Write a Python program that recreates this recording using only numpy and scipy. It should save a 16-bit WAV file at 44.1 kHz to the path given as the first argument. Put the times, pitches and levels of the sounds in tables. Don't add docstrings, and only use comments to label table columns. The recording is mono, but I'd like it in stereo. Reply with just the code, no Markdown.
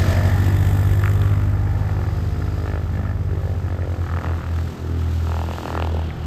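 import sys
import numpy as np
from scipy import signal
from scipy.fft import rfft, irfft, next_fast_len
from scipy.io import wavfile
from scipy.ndimage import map_coordinates

SR = 44100
rng = np.random.default_rng(int(sys.argv[2]) if len(sys.argv) > 2 else 0)


def wrap_up_sound(samples):
    columns = np.atleast_2d(samples).T
    tamed = np.clip(columns, -1, 1)
    steps = np.round(tamed * 32767).astype(np.int16)
    wavfile.write(sys.argv[1], SR, steps)


N = 276066
TIME = np.arange(N) / SR
SIDES = np.array([[.5], [-.5]])

# time in seconds, firing rate in Hz.
LEFT_SPEED = [(0.0, 45.98), (0.34, 48.0), (1.06, 49.76), (2.1, 50.75), (3.0, 50.84), (3.47, 48.79),
              (4.29, 43.47), (4.75, 41.84), (5.2, 41.03), (5.68, 40.99), (6.0, 40.22), (6.26, 38.84)]
RIGHT_SPEED = [(0.0, 41.05), (2.04, 41.06), (4.85, 40.86), (5.74, 41.77), (6.26, 40.49)]
# time in seconds, boom in dB, drone in relative dB.
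LEFT_EXHAUST = [(0.2, -17.5, -20.5), (1.3, -17.5, -23), (2.4, -28, -24), (3.3, -25.5, -27.5),
                (4.6, -26.5, -29.5), (5.35, -24.5, -28.5), (6.26, -27, -28)]
RIGHT_EXHAUST = [(0, -22.5, -20.5), (1.1, -24, -36.5), (3.5, -25.5, -30), (4.7, -26, -30.5),
                 (5.6, -28, -37)]
# frequency in Hz, gain in dB.
PIPE_SPECTRUM = [(38, -7), (43, -7.5), (50, 3), (122, 0.5), (150, -1), (170, -8.5), (210, -11),
                 (250, -11.5), (290, -16), (340, -15), (450, -22), (700, -25.5), (1000, -32.5), (1500, -24)]
PUFF_SPECTRUM = [(120, -10), (300, -0.5), (500, 8), (750, -1), (1050, -1.5), (1330, 7), (1550, -1.5),
                 (1750, 1.5), (2050, -4), (2500, -9.5), (3500, -22.5), (6000, -30), (12000, -76)]
PUNCH_SPECTRUM = [(150, -34), (400, -2.5), (600, -1.5), (800, 1.5), (1050, -7), (1330, -2), (1570, -5.5),
                  (1720, -3), (2000, -11), (2600, -15.5), (5000, -32.5)]
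# centre in seconds, engine,
# half length in seconds, bark pitch in Hz, then bark, punch, rasp and rattle levels in dB.
SURGES = [(0.147, "left", 0.15, 623, -44, -42.5, -49, -40), (0.206, "right", 0.12, 690, -56, -64, -52, -53),
          (0.495, "left", 0.089, 310, -31.5, -50, -64, -54),
          (0.805, "left", 0.12, 635, -50, -44.5, -58, -67),
          (1.233, "left", 0.068, 520, -54, -48.5, -58, -54),
          (1.99, "right", 0.17, 860, -46.5, -46, -45.5, -54),
          (2.443, "left", 0.091, 436, -49, -63, -67, -48), (2.59, "left", 0.048, 537, -46, -64, -58, -53),
          (2.67, "left", 0.045, 420, -37, -37.5, -49, -45),
          (2.755, "left", 0.04, 560, -42, -37.5, -50, -52),
          (2.99, "left", 0.051, 490, -38.5, -49.5, -56, -47),
          (3.02, "left", 0.12, 199, -33.5, -64, -57, -53), (3.1, "left", 0.026, 595, -46, -50, -44, -44),
          (3.333, "left", 0.045, 385, -35.5, -54, -51, -54),
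          (3.474, "left", 0.073, 550, -39, -62.5, -57, -50),
          (3.722, "left", 0.063, 590, -46, -44.5, -47, -47),
          (3.893, "left", 0.088, 545, -37, -53, -54, -53), (4.102, "right", 0.096, 296, -52, -44, -44, -44),
          (4.286, "right", 0.15, 280, -36.5, -52, -39.5, -47),
          (4.9, "right", 0.18, 314, -36, -58, -55, -52.5), (5.758, "left", 0.1, 287, -38.5, -65, -58, -45)]
# centre and half length in seconds, band centre and half width in Hz, level in dB.
GROWLS = [(0.15, 0.16, 620, 115, -32), (0.2, 0.33, 1800, 150, -39), (0.33, 0.07, 810, 80, -36),
          (1.28, 0.15, 1180, 150, -44), (1.7, 0.3, 800, 120, -43)]

# frequency in Hz, gain in dB.
LEFT_BLADE = [(200, -43), (600, 3), (1200, 22), (2000, 12.5), (3300, 1), (5000, -9), (14000, -25)]
RIGHT_BLADE = [(150, -25.5), (380, 17), (850, 12.5), (1400, 6.5), (1700, -2), (2150, -8.5), (2650, -6),
               (3300, -11), (4500, -13), (14000, -17.5)]
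# centre in seconds, engine,
# half length in seconds, ring pitch in Hz, ring level in dB, crack level in dB.
SLAPS = [(1.048, "left", 0.025, 2050, -38, -30), (1.085, "left", 0.013, 1650, -35, -38),
         (1.327, "left", 0.16, 1410, -66, -41), (4.108, "right", 0.064, 1410, -40, -44),
         (4.177, "right", 0.015, 1400, -37, -35.5), (4.244, "right", 0.03, 1450, -37, -36.5),
         (4.323, "right", 0.07, 1500, -40.5, -39.5), (4.458, "right", 0.065, 1670, -40, -41.5),
         (4.58, "right", 0.036, 1750, -39, -36.5), (5.314, "right", 0.067, 1400, -39, -35.5),
         (5.418, "right", 0.063, 890, -42, -36), (5.517, "right", 0.049, 1100, -44, -32),
         (5.585, "right", 0.011, 1450, -39, -34.5), (5.677, "right", 0.071, 1100, -39, -29),
         (5.777, "right", 0.038, 1390, -30, -29.5), (5.819, "right", 0.032, 2800, -40, -34.5),
         (5.864, "right", 0.041, 810, -40, -33), (5.944, "right", 0.03, 515, -32.5, -41.5),
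         (6, "right", 0.043, 880, -39.5, -38)]
# frequency in Hz, Q, gain in dB.
AIRFRAME_MODES = [(910, 5, -8), (1420, 12, -11.5), (1680, 22, -11), (2650, 7, -17)]
PANEL_MODES = [(1340, 9, -2), (1700, 12, 0)]
COWLING_MODES = [(1739, 11.5, 1.5), (1964, 11, -2), (4960, 14, -14)]

# frequency in Hz, gain in dB.
RUMBLE_SPECTRUM = [(15, -36), (28, -16), (42, -14), (58, 0.5), (75, -7), (110, -8), (180, -18.5),
                   (300, -44), (800, -57)]
RUSH_SPECTRUM = [(60, -0.5), (130, 10.5), (240, 5), (350, 3), (500, -7), (800, -3.5), (1050, -9),
                 (1400, -6), (1780, -12), (2200, -16), (3500, -34), (6000, -34), (15000, -69)]
WHIR_SPECTRUM = [(1500, -38), (2200, -8), (2550, -2), (2850, 4), (3300, 2), (3900, -5), (4500, -7),
                 (7000, -34)]
HISS_SPECTRUM = [(1500, -24), (2400, 8.5), (3700, 8), (4400, 6.5), (4950, 4.5), (5500, 3.5), (6500, 2.5),
                 (9000, 1), (15500, -5.5)]
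SLIPSTREAM_SPECTRUM = [(400, -10), (720, 20.5), (1100, 5), (1550, -5), (1780, 11.5), (2050, 3.5),
                       (2450, 3.5), (3600, 6.5), (4400, -11), (6000, -3.5), (7300, -0.5), (9000, 3),
                       (12500, -4), (15500, 0)]
SIZZLE_SPECTRUM = [(2200, -23), (3500, 2), (4400, -13), (6000, -12), (7300, 4), (9000, -2.5), (12500, 1.5),
                   (15500, 2.5)]
# time in seconds, level in dB.
RUSH_LEVEL = [(0.1, -28), (0.8, -33.5), (1.5, -34.5), (2.5, -38), (3.6, -39), (4.6, -37), (5.8, -34.5),
              (6.2, -33.5)]
HISS_LEVEL = [(0.1, -38.5), (0.87, -55), (1.53, -54), (2.59, -49.5), (3.1, -58), (4.55, -49.5), (4.83, -50),
              (5.65, -45.5), (5.9, -52), (6.2, -52.5)]
SIZZLE_LEVEL = [(0, -55), (0.4, -49), (0.75, -43.5), (1.1, -45.5), (1.25, -51.5), (1.45, -58), (1.9, -67),
                (2.6, -87)]
WHISTLE_LEVEL = [(0, -48.5), (1.0, -73), (1.6, -77), (2.1, -59.5), (2.6, -60), (2.9, -68.5), (4.0, -70)]
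# centre and half length in seconds, rise in dB.
GUSTS = [(0.88, 0.09, 2), (1.258, 0.04, 8), (2.03, 0.04, 2), (2.437, 0.03, 5), (3.48, 0.074, 4)]
# time in seconds, ring pitch in Hz, peak in dB.
TICKS = [(1.218, 3400, -25), (3.822, 1800, -27), (6.105, 2090, -26)]

# frequency in Hz, level against the direct part in dB.
DIFFUSE_SHARE = [(40, -10), (200, -14), (700, -4.5), (1500, -3.5), (2500, -9.5), (4000, -42), (8000, -47),
                 (15000, -57)]
# frequency in Hz, lead of the left in radians.
STEREO_PHASE = [(100, 0.05), (1000, 0), (1350, -0.2), (1600, -2.3), (1780, 0), (5100, 0), (5600, -0.9),
                (6300, 0), (7500, 0), (9000, -2.4), (10500, -3.6), (11800, -6.28), (13500, -6.28),
                (15500, -9.4)]
# frequency in Hz, left minus right in dB.
STEREO_BALANCE = [(60, 0.33), (300, 0.5), (550, 3), (700, -1), (900, 3.5), (1150, -0.5), (1330, -1),
                  (1580, -6), (1850, -1), (2100, 1), (2600, -1)]


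def left_engine():
    firing_hz, cycles = firing(LEFT_SPEED)
    boom_db, drone_db = curves(LEFT_EXHAUST)
    tone = exhaust(firing_hz, cycles, boom_db, drone_db)
    puffs = rasp("left", cycles, steady_db=drone_db - 21.5, at=.83, width=.33, front_db=-3.5)
    blades = slap("left", cycles, LEFT_BLADE, at=.1042, lead_ms=.023, pan_db=5.5, grit=.21)
    return (tone + growl(firing_hz, cycles) + puffs + blades + clatter(cycles) + sizzle(cycles)
            + rattle("left", cycles, at=.88, grit=1.8))


def right_engine():
    firing_hz, cycles = firing(RIGHT_SPEED)
    boom_db, drone_db = curves(RIGHT_EXHAUST)
    tone = exhaust(firing_hz, cycles, boom_db, drone_db)
    puffs = rasp("right", cycles, steady_db=drone_db - 20.5, at=.8, width=.11, front_db=-8)
    blades = slap("right", cycles, RIGHT_BLADE, at=.1275, lead_ms=-.22, pan_db=-2.5, grit=.14)
    return tone + puffs + blades + rattle("right", cycles, at=.77, grit=1.6)


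def firing(speed):
    hz, = curves(speed)
    return hz, np.cumsum(hz) / SR


def exhaust(firing_hz, cycles, boom_db, drone_db, jitter_rad=.11, drift_rad=1.4, waver_db=5.5):
    boom = amp(boom_db) * np.cos(2 * np.pi * 2 * cycles)
    drone = np.zeros(N)
    for k in [1, *range(3, 26)]:
        looseness = min(k / 6, 1) ** 2
        stray_phase = jitter_rad * np.sqrt(k) * wobble(11) + drift_rad * looseness * wobble(2.01)
        waver = waver_db * np.sqrt(looseness) * np.tanh(wobble(4))
        level = amp(along(PIPE_SPECTRUM, k * firing_hz) + waver)
        drone += level * np.cos(2 * np.pi * (k * cycles + rng.random()) + stray_phase)
    return np.sqrt(2) * (boom + amp(drone_db - 8) * drone)


def rasp(engine, cycles, steady_db, at, width, front_db, chuff_hz=416):
    gas = noise(PUFF_SPECTRUM)
    puffs = unit(bumps(cycles, at, width, scatter_db=4)) * gas
    pops = unit(bumps(cycles, at, width=.075, scatter_db=2)) * gas
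    kicks = unit(bumps(cycles, at - .04, width=.018, scatter_db=1.2)) + amp(-22) * puffs.mean(axis=0)
    fronts = bumps(cycles, at - .04, width=.003, scatter_db=1.2)
    punch = unit(filtered(fronts, causal(PUNCH_SPECTRUM)))
    chuff = resonance(kicks, chuff_hz, qs=(1, .98))
    out = amp(steady_db) * (puffs + chuff + amp(front_db) * punch)
    for s, which, half_s, hz, bark_db, punch_db, rasp_db, _ in SURGES:
        if which == engine:
            bark = resonance(kicks, hz, qs=(2, 1))
            out += swell(s, half_s) * (amp(bark_db) * bark + amp(punch_db) * punch + amp(rasp_db) * pops)
    return out


def growl(firing_hz, cycles):
    out = np.zeros(N)
    for s, half_s, hz, width_hz, db in GROWLS:
        nearest = round(hz / firing_hz[int(s * SR)])
        band = np.zeros(N)
        for k in range(nearest - 4, nearest + 5):
            weight = np.exp(-((k * firing_hz - hz) / width_hz) ** 2)
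            band += weight * np.cos(2 * np.pi * (k * cycles + rng.random()) + .2 * wobble(12))
        out += amp(db) * swell(s, half_s) * unit(band)
    return out


def slap(engine, cycles, spectrum, at, lead_ms, pan_db, grit, echo_gain=.071, echo_s=.0004):
    suction = -bumps(cycles, at, width=.002, scatter_db=1)
    eddies = bumps(cycles, at + .02, width=.045, scatter_db=1.5) * rng.standard_normal(N)
    ground = lambda hz: 1 + echo_gain * np.exp(-2j * np.pi * hz * echo_s)
    blade = unit(filtered(suction + grit * eddies, lambda hz: causal(spectrum)(hz) * ground(hz)))
    airframe = sum(amp(db) * resonance(blade, hz, qs=(q,)) for hz, q, db in AIRFRAME_MODES)
    crack = unit(blade + airframe)
    chop = np.zeros(N)
    for s, which, half_s, hz, ring_db, crack_db in SLAPS:
        if which == engine:
            ring = resonance(blade, hz, qs=(1.8, 1))
            chop += swell(s, half_s) * (amp(crack_db) * crack + amp(ring_db) * ring)
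    lead_rad = lambda hz: 2 * np.pi * hz * lead_ms / 1000 / (1 + (hz / 1700) ** 6)
    return filtered(chop, lambda hz: stereo(pan_db, lead_rad(hz)))


def wash():
    left_cycles, right_cycles = firing(LEFT_SPEED)[1], firing(RIGHT_SPEED)[1]
    left, right = (np.cos(2 * np.pi * (cycles - .12)) for cycles in (left_cycles, right_cycles))
    flutter = 1 + .23 * left + .051 * right
    gust = wobble(6.8)
    chop = unit(2 + 2.7 * bumps(left_cycles, at=.018, width=.12, scatter_db=2.5))
    slipstream_db = -40 - 25 * swing(1.51, .17)
    buffet_db = -30.3 - TIME - 9 * swing(3.6, .06)
    whir_db = -64.5 + 13.5 * swing(4.8, .43)
    thumps_db = sum(db * swell(s, half_s) for s, half_s, db in GUSTS)
    rumble = amp(buffet_db + thumps_db + 1.4 * wobble(3.15)) * noise(RUMBLE_SPECTRUM)
    rush = amp(curves(RUSH_LEVEL)[0] + .17 * gust) * noise(RUSH_SPECTRUM)
    whir = amp(whir_db + 2 * wobble(11)) * flutter * noise(WHIR_SPECTRUM)
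    hiss = amp(curves(HISS_LEVEL)[0] + .8 * gust + .8 * wobble(25)) * flutter * noise(HISS_SPECTRUM)
    slipstream = amp(slipstream_db + 1.1 * wobble(29)) * chop * noise(SLIPSTREAM_SPECTRUM)
    return rumble + rush + whir + hiss + slipstream


def clatter(cycles, start_db=-37, fade_db_per_s=7.5):
    taps = (bumps(cycles, at=.93, width=.2, scatter_db=4.5) + .4) * rng.standard_normal(N)
    clicks = bumps(cycles, at=.85, width=.003, scatter_db=1.5)
    impacts = unit(taps) + .3 * unit(clicks)
    ring = sum(amp(db) * resonance(impacts, hz, qs=(q, q / 2)) for hz, q, db in COWLING_MODES)
    return amp(start_db - fade_db_per_s * TIME) * unit(ring)


def rattle(engine, cycles, at, grit):
    buzz = unit(bumps(cycles, at + .05, width=.09, scatter_db=1) * rng.standard_normal(N))
    knocks = unit(bumps(cycles, at, width=.003, scatter_db=1.5))
    ring = sum(amp(db) * resonance(knocks + grit * buzz, hz, qs=(q, 2.2)) for hz, q, db in PANEL_MODES)
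    level = sum(amp(db) * swell(s, half_s) for s, which, half_s, *_, db in SURGES if which == engine)
    return level * unit(ring)


def sizzle(cycles):
    spits = .35 + bumps(cycles, at=0, width=.085, scatter_db=2.5)
    return amp(curves(SIZZLE_LEVEL)[0]) * unit(spits * noise(SIZZLE_SPECTRUM))


def whistle(hz=4930):
    return amp(curves(WHISTLE_LEVEL)[0]) * resonance(rng.standard_normal(N), hz, qs=(14, 7))


def ticks():
    out = np.zeros(N)
    for s, hz, db in TICKS:
        ring = resonance(signal.unit_impulse(N, round(s * SR)), hz, qs=(3.5, 3.5))
        out += amp(db) * ring / np.abs(ring).max()
    return out


def amp(db):
    return 10 ** (np.asarray(db) / 20)


def unit(x):
    return x / np.sqrt(np.mean(x ** 2) + 1e-20)


def along(points, hz):
    f, v = np.transpose(points)
    return np.interp(np.log(hz + 1), np.log(f + 1), v)


def curves(rows):
    s, *columns = np.transpose(rows)
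    return [np.interp(TIME, s, column) for column in columns]


def swell(s, half_s):
    return np.exp(-((TIME - s) / half_s) ** 2)


def swing(s, swing_s):
    return .5 + .5 * np.tanh((TIME - s) / (2 * swing_s))


def wobble(rate):
    knots = rng.standard_normal(int(N * rate / SR) + 4)
    coarse = np.arange(0, N, 64)
    return np.interp(np.arange(N), coarse, map_coordinates(knots, [coarse * rate / SR]))


def bumps(cycles, at, width, scatter_db):
    place = cycles - at + 1.5
    size = amp(scatter_db * rng.standard_normal(SR))[np.abs(place).astype(int)]
    return size * np.exp(-((place % 1 - .5) / width) ** 2)


def noise(spectrum):
    direct_db = lambda hz: along(spectrum, hz)
    mid = filtered(rng.standard_normal(N), lambda hz: amp(direct_db(hz)))
    side = filtered(rng.standard_normal(N), lambda hz: amp(direct_db(hz) + along(DIFFUSE_SHARE, hz)))
    return unit(np.array([mid + side, mid - side]))


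def resonance(x, hz, qs):
    for q in qs:
        x = unit(signal.lfilter(*signal.iirpeak(hz, q, fs=SR), x))
    return x


def filtered(x, response):
    size = next_fast_len(N + SR // 4)
    return irfft(rfft(x, size) * response(np.fft.rfftfreq(size, 1 / SR)), size)[..., :N]


def causal(points):
    def response(hz):
        cepstrum = irfft(np.log(amp(along(points, hz))))
        half = len(cepstrum) // 2
        fold = np.r_[1, np.full(half - 1, 2), np.zeros(half)]
        return np.exp(rfft(cepstrum * fold))
    return response


def stereo(balance_db, lead_rad):
    return amp(SIDES * balance_db) * np.exp(1j * SIDES * lead_rad)


def scene():
    return left_engine() + right_engine() + wash() + whistle() + ticks()


def record(dry, top_hz=15600):
    widening = lambda hz: stereo(along(STEREO_BALANCE, hz), along(STEREO_PHASE, hz))
    return filtered(dry, lambda hz: widening(hz) * (hz < top_hz))


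dry = scene()
out = record(dry)
wrap_up_sound(out)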